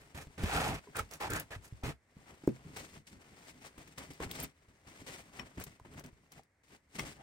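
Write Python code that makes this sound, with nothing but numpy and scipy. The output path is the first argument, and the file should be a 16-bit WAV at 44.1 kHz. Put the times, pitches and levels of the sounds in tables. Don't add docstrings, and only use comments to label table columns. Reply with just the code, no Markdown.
import sys
import numpy as np
from scipy import signal
from scipy.fft import rfft, irfft, next_fast_len
from scipy.io import wavfile
from scipy.ndimage import map_coordinates

SR = 44100
rng = np.random.default_rng(int(sys.argv[2]) if len(sys.argv) > 2 else 0)


def unload_audio(sound):
    columns = np.transpose(np.atleast_2d(sound))
    steps = np.round(np.clip(columns, -1, 1) * 32767)
    wavfile.write(sys.argv[1], SR, steps.astype(np.int16))


def gain_from_db(level_db):
    decades = np.asarray(level_db, float) / 20
    return 10 ** decades


N = 318402

# start in seconds, peak level in dB, pitch in Hz,
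# time to fall 60 dB in seconds, level of the upper knock in dB.
THUDS = [(0.27, -48, 63, 0.061, -1), (0.436, -26.5, 83.7, 0.11, -1.5), (0.872, -51, 410, 0.066, -3),
         (1.562, -40, 98.5, 0.1, -22), (1.005, -39, 84, 0.104, -25), (1.724, -39.5, 110.4, 0.092, -25),
         (1.836, -32.5, 96.9, 0.067, -3.5), (1.868, -38, 110.6, 0.11, -3), (2.167, -44, 184, 0.04, -13),
         (2.437, -39.5, 300, 0.029, -10.5), (2.4761, -12, 331, 0.022, -22.5),
         (2.489, -28.5, 213, 0.079, -13.5), (2.651, -45.5, 155, 0.08, -27), (3.13, -51, 190, 0.065, -20),
         (4.202, -33, 450, 0.026, -4.5), (4.21, -41, 120, 0.044, -5), (4.263, -39, 94.2, 0.045, -27),
         (4.684, -59, 91, 0.1, -19.5), (5.579, -38.5, 121, 0.062, -3), (5.798, -55, 423, 0.025, 9),
         (6.055, -45.5, 250, 0.062, -16), (5.813, -50.5, 101, 0.05, -17), (6.129, -50, 111, 0.036, -27),
         (6.394, -46.5, 764, 0.022, -24)]
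# start in seconds, peak level in dB, pitch in Hz,
# left over right in dB.
SNAPS = [(0.379, -52.5, 2810, -2), (0.4324, -38, 2600, 5), (0.9682, -25, 9190, -1),
         (0.9906, -26.5, 8850, 0), (1.1124, -36, 5570, -3.5), (1.1368, -30.5, 5990, 1),
         (1.2087, -35, 2640, -5), (1.3039, -26, 9700, 0), (1.3349, -23, 6900, -3),
         (1.3987, -24.5, 11700, 1.5), (1.8372, -48, 2580, 2), (2.4733, -38.5, 7600, 5),
         (2.7711, -35.5, 5590, 8), (3.7823, -46, 2670, 3), (3.9823, -34.5, 4810, 0.5),
         (4.1096, -44, 2940, -4), (4.3131, -25, 3440, 1.5), (4.135, -45.5, 5000, 2),
         (4.3545, -35, 3510, 2.5), (4.4014, -26, 9500, 2), (5.3941, -49, 5560, -9),
         (5.5995, -33, 1500, 3.5), (5.6391, -27, 11900, 3), (5.9958, -38, 6170, 4),
         (5.938, -48.5, 3000, -3), (6.062, -43, 6000, 4), (6.434, -55, 5030, 4), (6.0402, -44.5, 5180, 4.5),
         (6.3205, -41, 5650, 4), (6.9945, -34.5, 5500, -6)]
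# start in seconds, peak level in dB, left over right in dB.
CLINKS = [
    (0.9935, -28, -8),
    (5.3954, -37.5, 11),
    (6.9943, -32.5, 8.5),
]
# pitch in Hz, level in dB, time to fall 60 dB in seconds.
RINGS = [
    [(1310, 9, 0.031), (850, -9, 0.1), (2200, -8, 0.044)],
    [(1110, 1, 0.021), (1980, 4, 0.023), (2480, 6, 0.023), (3000, 3, 0.022), (5520, -0.5, .05)],
    [(1160, 2.5, 0.028), (2140, 7, 0.031), (2530, -2, 0.031), (3260, -4, 0.036), (5600, 0.5, 0.025)],
]
# start in seconds, length in seconds, level in dB.
SQUEAK = (4.424, 0.022, -46.5)
# pitch in Hz, level in dB.
SQUEAK_TONES = [(9700, 0), (12430, 5), (15150, 2)]
# pitch in Hz, width in Hz, level in dB.
WOOD_MODES = [(447, 15, -3), (678, 20, -8.5), (1297, 21, -9.5), (1850, 130, -11), (2360, 150, -11),
              (2570, 110, -7.5), (3630, 55, -27)]
# frequency in Hz, level in dB.
GRIT_COLOUR = [(1180, -19.5), (2000, -16), (8850, -5), (10200, -6.5), (11700, -8), (13500, -17.5),
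               (14500, -9), (16000, -17.5)]
# frequency in Hz, level in dB.
FIBRE_COLOUR = [(1180, -24.5), (2000, -0.5), (3280, -8), (8550, -9), (11000, -14.5), (13500, -18.5),
                (15100, -14.5), (16000, -25.5)]
# frequency in Hz, level in dB.
FOLD_COLOUR = [(150, -43), (250, -4.5), (639, -4), (1060, -6), (1970, -9), (3280, -16.5), (3500, -19),
               (4550, -46), (7700, -120)]
# frequency in Hz, level in dB.
SLAB_COLOUR = [(12, -59), (20, -11), (86, 0), (153, -1), (214, -9.5), (325, -8), (380, -15), (450, -8),
               (580, -36.5), (990, -120)]
# frequency in Hz, level in dB.
KNEE_COLOUR = [(12, -37.5), (20, -11), (71, -2), (172, -2), (209, -3), (260, -4.5), (450, -11.5),
               (580, -43), (990, -120)]
# frequency in Hz, level in dB.
AIR_COLOUR = [(15, -33.5), (70, 6), (161, -6), (1300, -15), (2100, -8), (2900, -28), (9000, -26.5),
              (16000, -43)]
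# frequency in Hz, likeness from 0 to 1.
LIKENESS = [(60, .99), (180, 0.99), (550, 0.79), (1650, 0.37), (4970, 0.43), (15000, 0.26)]
# frequency in Hz, time to fall 60 dB in seconds.
ROOM_DECAY = [(100, 0.17), (1000, 0.096), (10000, 0.062)]
# start in seconds, length in seconds, wood level in dB,
# grit over wood in dB, slab over wood in dB.
HAUL = [
    (.381, .405, -33, -9, -2),
]
# start in seconds, length in seconds, wood level in dB,
# grit over wood in dB, slab over wood in dB.
SHOVES = [
    (0, 0.061, -62.5, -6, 4),
    (.148, 0.077, -47.5, -5.5, 3),
    (.955, 0.057, -40.5, -7, 0),
    (1.111, 0.038, -47.5, -1.5, -5.5),
    (1.204, 0.069, -39.5, -10, -4.5),
    (1.301, .11, -41.5, -6, 1),
    (1.508, 0.046, -45.5, -10, -3),
    (1.625, 0.055, -61.5, 1, -23),
    (1.836, 0.075, -41, -9.5, 0),
]
# start in seconds, length in seconds, fold level in dB,
# fibre over fold in dB, weight over fold in dB.
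TUGS = [(2.762, 0.1, -51, -0.5, -2), (3.068, 0.034, -68, 9, -18), (3.778, 0.038, -54.5, -3.5, 1),
        (3.875, .015, -65.5, 4, -11), (3.978, 0.066, -47.5, -4, -5), (4.105, 0.028, -54.5, -1, -1.5),
        (4.2, 0.05, -45, -16.5, 0), (4.868, 0.1, -60.5, -5, 4), (5.065, 0.14, -48.5, -2, -3.5),
        (5.39, 0.03, -45, -21, 0), (5.574, 0.023, -49, -17, 6), (5.665, 0.05, -58, -2.5, 5),
        (5.85, 0.035, -59, -17, 5.5), (6.038, 0.049, -57, -8, 7), (6.318, 0.04, -62.5, -2.5, -9),
        (6.635, 0.024, -72.5, 4, -1), (6.985, 0.061, -43, -5, -1), (7.05, 0.087, -51.5, -2, -4)]
# start in seconds, length in seconds, fold level in dB,
# fibre over fold in dB, weight over fold in dB.
STRETCHES = [(2.25, 0.068, -64, -11, -13), (2.9, 0.079, -60, 0, 6), (2.655, .09, -74.5, -11, 17),
             (3.11, 0.03, -68, 0, 14.5), (3.42, 0.097, -63, 2, -5), (3.62, .06, -56, -1.5, -15),
             (4.215, 0.038, -53.5, -1, 1), (4.31, 0.14, -48, 0.5, 2), (4.9, 0.15, -66.5, -0.5, -1),
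             (5.33, 0.068, -58.5, -4.5, -10), (5.595, 0.034, -51.5, -1, -1),
             (5.92, 0.095, -57.5, -7.5, 3.5), (6.35, 0.044, -62.5, -2, 5.5), (6.68, 0.081, -62.5, -3, -0.5),
             (6.94, .028, -54, 2.5, -1), (7.17, 0.067, -63, -14, 3)]
CATCH_S = .008
# attack in seconds, level at the start in dB, share of the length at which
# it peaks, level at the end in dB, release in seconds.
HAUL_SHAPE = (CATCH_S, -17, 0.46, -13.5, 0.035)
SHOVE_SHAPE = (CATCH_S, -4, 0.53, -4.5, 0.079)
TUG_SHAPE = (0.0046, -6, 0.0628, -11.5, 0.15)
STRETCH_SHAPE = (0.05, -11.5, 0.6361, -4, 0.0673)
# time in seconds, level of the stirring in dB.
STIR = [(0, -68), (.9, -65), (1.8, -69.5), (1.97, -88.5), (2.2, -68.5), (2.75, -63.5), (3.03, -80.5),
        (3.25, -64), (3.6, -68), (4.4, -67.5), (4.52, -76.5), (4.85, -71.5), (5.45, -65), (5.8, -75),
        (6.28, -76), (6.5, -92.5), (6.88, -81), (7.22, -75)]
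# start in seconds, length in seconds, level in dB, pitch in Hz.
CHATTER = [
    (0.497, .23, -39, 800),
    (0.512, .14, -39.5, 1320),
    (0.95, 0.046, -42, 1390),
    (1.208, 0.064, -39.5, 850),
    (1.295, .1, -39.5, 1530),
    (1.512, 0.04, -50.5, 1710),
    (1.828, 0.036, -49, 776),
    (7.188, 0.045, -58, 750),
]
# centre in Hz, half width in Hz, level in dB.
DEAD_BANDS = [(10225, 430, -18.5), (13700, 850, -33.5)]

BLOCK_PAN_DB, CLOTH_PAN_DB = -0.5, 3
BLOCK_LEAD, CLOTH_LEAD = -7, 10


def unit(x):
    return x / np.sqrt(np.mean(x ** 2) + 1e-20)


def along(points, hz):
    f, v = np.transpose(points)
    return np.interp(np.log(hz + 1), np.log(f + 1), v)


def curves(rows):
    s, *cols = np.transpose(rows)
    return [np.interp(np.arange(N) / SR, s, c) for c in cols]


def wobble(rate):
    knots = rng.standard_normal(int(N * rate / SR) + 4)
    return map_coordinates(knots, [np.arange(N) * rate / SR])


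def filtered(x, response):
    m = next_fast_len(N + SR // 2)
    return irfft(rfft(x, m) * response(np.fft.rfftfreq(m, 1 / SR)), m)[..., :N]


def coloured(spectrum):
    return lambda hz: gain_from_db(along(spectrum, hz))


def panned(x, db, lead=0):
    left, right = x * np.array([[gain_from_db(db / 2)], [gain_from_db(-db / 2)]])
    return np.array([left, np.roll(right, lead)])


def add(track, s, sound):
    part = track[:, round(s * SR):][:, :sound.shape[1]]
    part += sound[:, :part.shape[1]]


def rub(gain, slips):
    def turn(hz):
        return np.arccos(np.clip(along(LIKENESS, hz), -1, 1)) / 2

    pair = rng.standard_normal((2, N)) * slips
    mid, side = filtered(pair, lambda hz: gain(hz) * [np.cos(turn(hz)), np.sin(turn(hz))])
    return unit(np.array([mid + side, mid - side]))


def ring(hz, t60, rise, t):
    return np.sin(2 * np.pi * hz * t) * gain_from_db(-60 * t / t60) * (1 - np.exp(-t / rise))


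def strokes(rows, shape):
    attack, first_db, top, last_db, release = shape
    early = SR // 10
    t = np.arange(-early, SR) / SR
    gains = np.zeros((3, N + 2 * SR))
    tails = (release, release, 1.26 * release)
    for s, length, db, fine_db, low_db in rows:
        for gain, over_db, tail in zip(gains, (0, fine_db, low_db), tails):
            times = np.cumsum([-attack, attack, top * length, (1 - top) * length, tail, tail])
            levels = [-40, first_db, 0, last_db, last_db - 50, -99]
            gain[round(s * SR):][:len(t)] += gain_from_db(db + over_db + np.interp(t, times, levels, -99))
    return gains[:, early:][:, :N]


def still_air():
    return gain_from_db(-68.5 - 5.5) * rub(coloured(AIR_COLOUR), gain_from_db(1.2 * wobble(1.5)))


def garage(x):
    hz, t, z = signal.stft(rng.standard_normal((2, SR // 2)), SR, nperseg=256)
    fading = z * gain_from_db(-60 * t / along(ROOM_DECAY, hz)[:, None])
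    tail = signal.istft(fading, SR, nperseg=256)[1]
    tail = tail / np.linalg.norm(tail[0])
    delayed = np.pad(x, ((0, 0), (200, 0)))
    return signal.fftconvolve(delayed, tail, axes=1)[:, :N]


def cloth():
    over_fold_db = np.array([[0], [-4.5], [2]])
    stir = gain_from_db(curves(STIR) + over_fold_db)
    gains = stir + strokes(TUGS, TUG_SHAPE) + strokes(STRETCHES, STRETCH_SHAPE)
    fold_gain, fibre_gain, weight_gain = gains
    clump = wobble(55)
    fold = fold_gain * rub(coloured(FOLD_COLOUR), gain_from_db(1.53 * clump + 2.43 * wobble(200)))
    fibre = gain_from_db(3) * fibre_gain * rub(coloured(FIBRE_COLOUR), gain_from_db(2.0 * clump + 1.94 * wobble(700)))
    weight = weight_gain * rub(coloured(KNEE_COLOUR), gain_from_db(0.92 * clump + 3.34 * wobble(30)))
    return panned(fold + fibre, CLOTH_PAN_DB, CLOTH_LEAD) + weight


def snaps():
    out = np.zeros((2, N))
    t = np.arange(SR // 40) / SR
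    for s, db, hz, pan_db in SNAPS:
        noise = rng.standard_normal((2, len(t)))
        splinter = signal.lfilter([1, -.6], 1, noise) * gain_from_db(-60 * t / 0.03)
        spike = ring(hz, 0.0028, .00005, t)
        add(out, s, panned(gain_from_db(db) * (spike + 0.34 * splinter), pan_db))
    return out


def thuds():
    out = np.zeros((2, N))
    t = np.arange(SR // 4) / SR
    for s, db, hz, t60, knock_db in THUDS:
        swing = ring(hz, t60, 0.00082, t)
        swing = swing + gain_from_db(-11) * ring(0.608 * hz, 2.4 * t60, 0.009, t)
        puff = signal.lfilter([.2], [1, -.85], rng.standard_normal(len(t)))
        puff = puff * gain_from_db(-60 * t / (.5 * t60))
        knock = 0.64 * puff + ring(2.4 * hz, 0.68 * t60, 0.0011, t)
        knock = knock + gain_from_db(-11) * ring(3.7 * hz, 0.5 * t60, 0.0022, t)
        add(out, s, panned(gain_from_db(db + 4.0) * (swing + gain_from_db(knock_db) * knock), -.6))
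    return out


def handle():
    out = np.zeros((2, N))
    t = np.arange(SR // 5) / SR
    for (s, db, pan_db), modes in zip(CLINKS, RINGS):
        steel = sum(gain_from_db(level) * ring(hz, t60, 0.00018, t) for hz, level, t60 in modes)
        crack = signal.lfilter([.4], [1, -.6], rng.standard_normal(len(t)))
        crack = 0.92 * crack * gain_from_db(-60 * t / 0.032)
        add(out, s, panned(gain_from_db(db - 5.5) * (steel + crack), pan_db))
    return out


def zip_squeak():
    out = np.zeros((2, N))
    t = np.arange(SR // 5) / SR
    s, length, db = SQUEAK
    swell = np.sin(np.pi * np.clip(t / length, 0, 1))
    tones = sum(gain_from_db(level) * np.sin(2 * np.pi * hz * t) for hz, level in SQUEAK_TONES)
    add(out, s, panned(gain_from_db(db) * swell * tones, 1.5))
    return out


def chatter():
    out = np.zeros((2, N))
    a, b = rng.standard_normal((2, N)) * gain_from_db(3.5 * wobble(150))
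    for s, length, db, hz in CHATTER:
        peak = signal.iirpeak(hz, 1 / .3, SR)
        ringing = signal.lfilter(*peak, [a + 0.34 * b, a - 0.45 * b])
        ringing = signal.lfilter(*peak, ringing)
        out += strokes([(s, length, db, 0, 0)], SHOVE_SHAPE)[0] * unit(ringing)
    return panned(out, BLOCK_PAN_DB, BLOCK_LEAD)


def wood_body(f):
    modes = 0
    for k, (centre, width, db) in enumerate(WOOD_MODES):
        modes = modes + (-1) ** k * gain_from_db(db) * 1j * f * width / (centre ** 2 - f * f + 1j * f * width)
    hum = gain_from_db(0.5) / (1 + (f / 2200) ** 2)
    bass_loss = 1 + (330 / (f + 1)) ** 4
    return (np.abs(modes) + hum) / bass_loss


def drag():
    wood_gain, grit_gain, slab_gain = strokes(HAUL, HAUL_SHAPE) + strokes(SHOVES, SHOVE_SHAPE)
    catch = wobble(60.1)
    wood = wood_gain * rub(wood_body, gain_from_db(1.1 * catch + 1.96 * wobble(300)))
    grit = grit_gain * rub(coloured(GRIT_COLOUR), gain_from_db(2.4 * catch + 2.6 * wobble(900)))
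    slab = slab_gain * rub(coloured(SLAB_COLOUR), gain_from_db(1.6 * catch + 4.4 * wobble(18)))
    return panned(wood + grit + slab, BLOCK_PAN_DB, BLOCK_LEAD)


def scene():
    hits = snaps() + thuds() + handle() + zip_squeak()
    rubs = cloth() + chatter() + drag()
    echo = garage(gain_from_db(-12.5) * hits + gain_from_db(-15.5) * rubs)
    return still_air() + echo + hits + rubs


def low_pass(x):
    return signal.sosfilt(signal.butter(12, 17090, fs=SR, output="sos"), x)


def record(dry):
    def colour_db(hz):
        dips = sum(db * np.exp(-((hz - centre) / half) ** 4) for centre, half, db in DEAD_BANDS)
        return dips - 30 * (hz > 15900)

    mix = filtered(dry, lambda hz: gain_from_db(colour_db(hz)))
    return low_pass(mix)


dry = scene()
out = record(dry)
unload_audio(out)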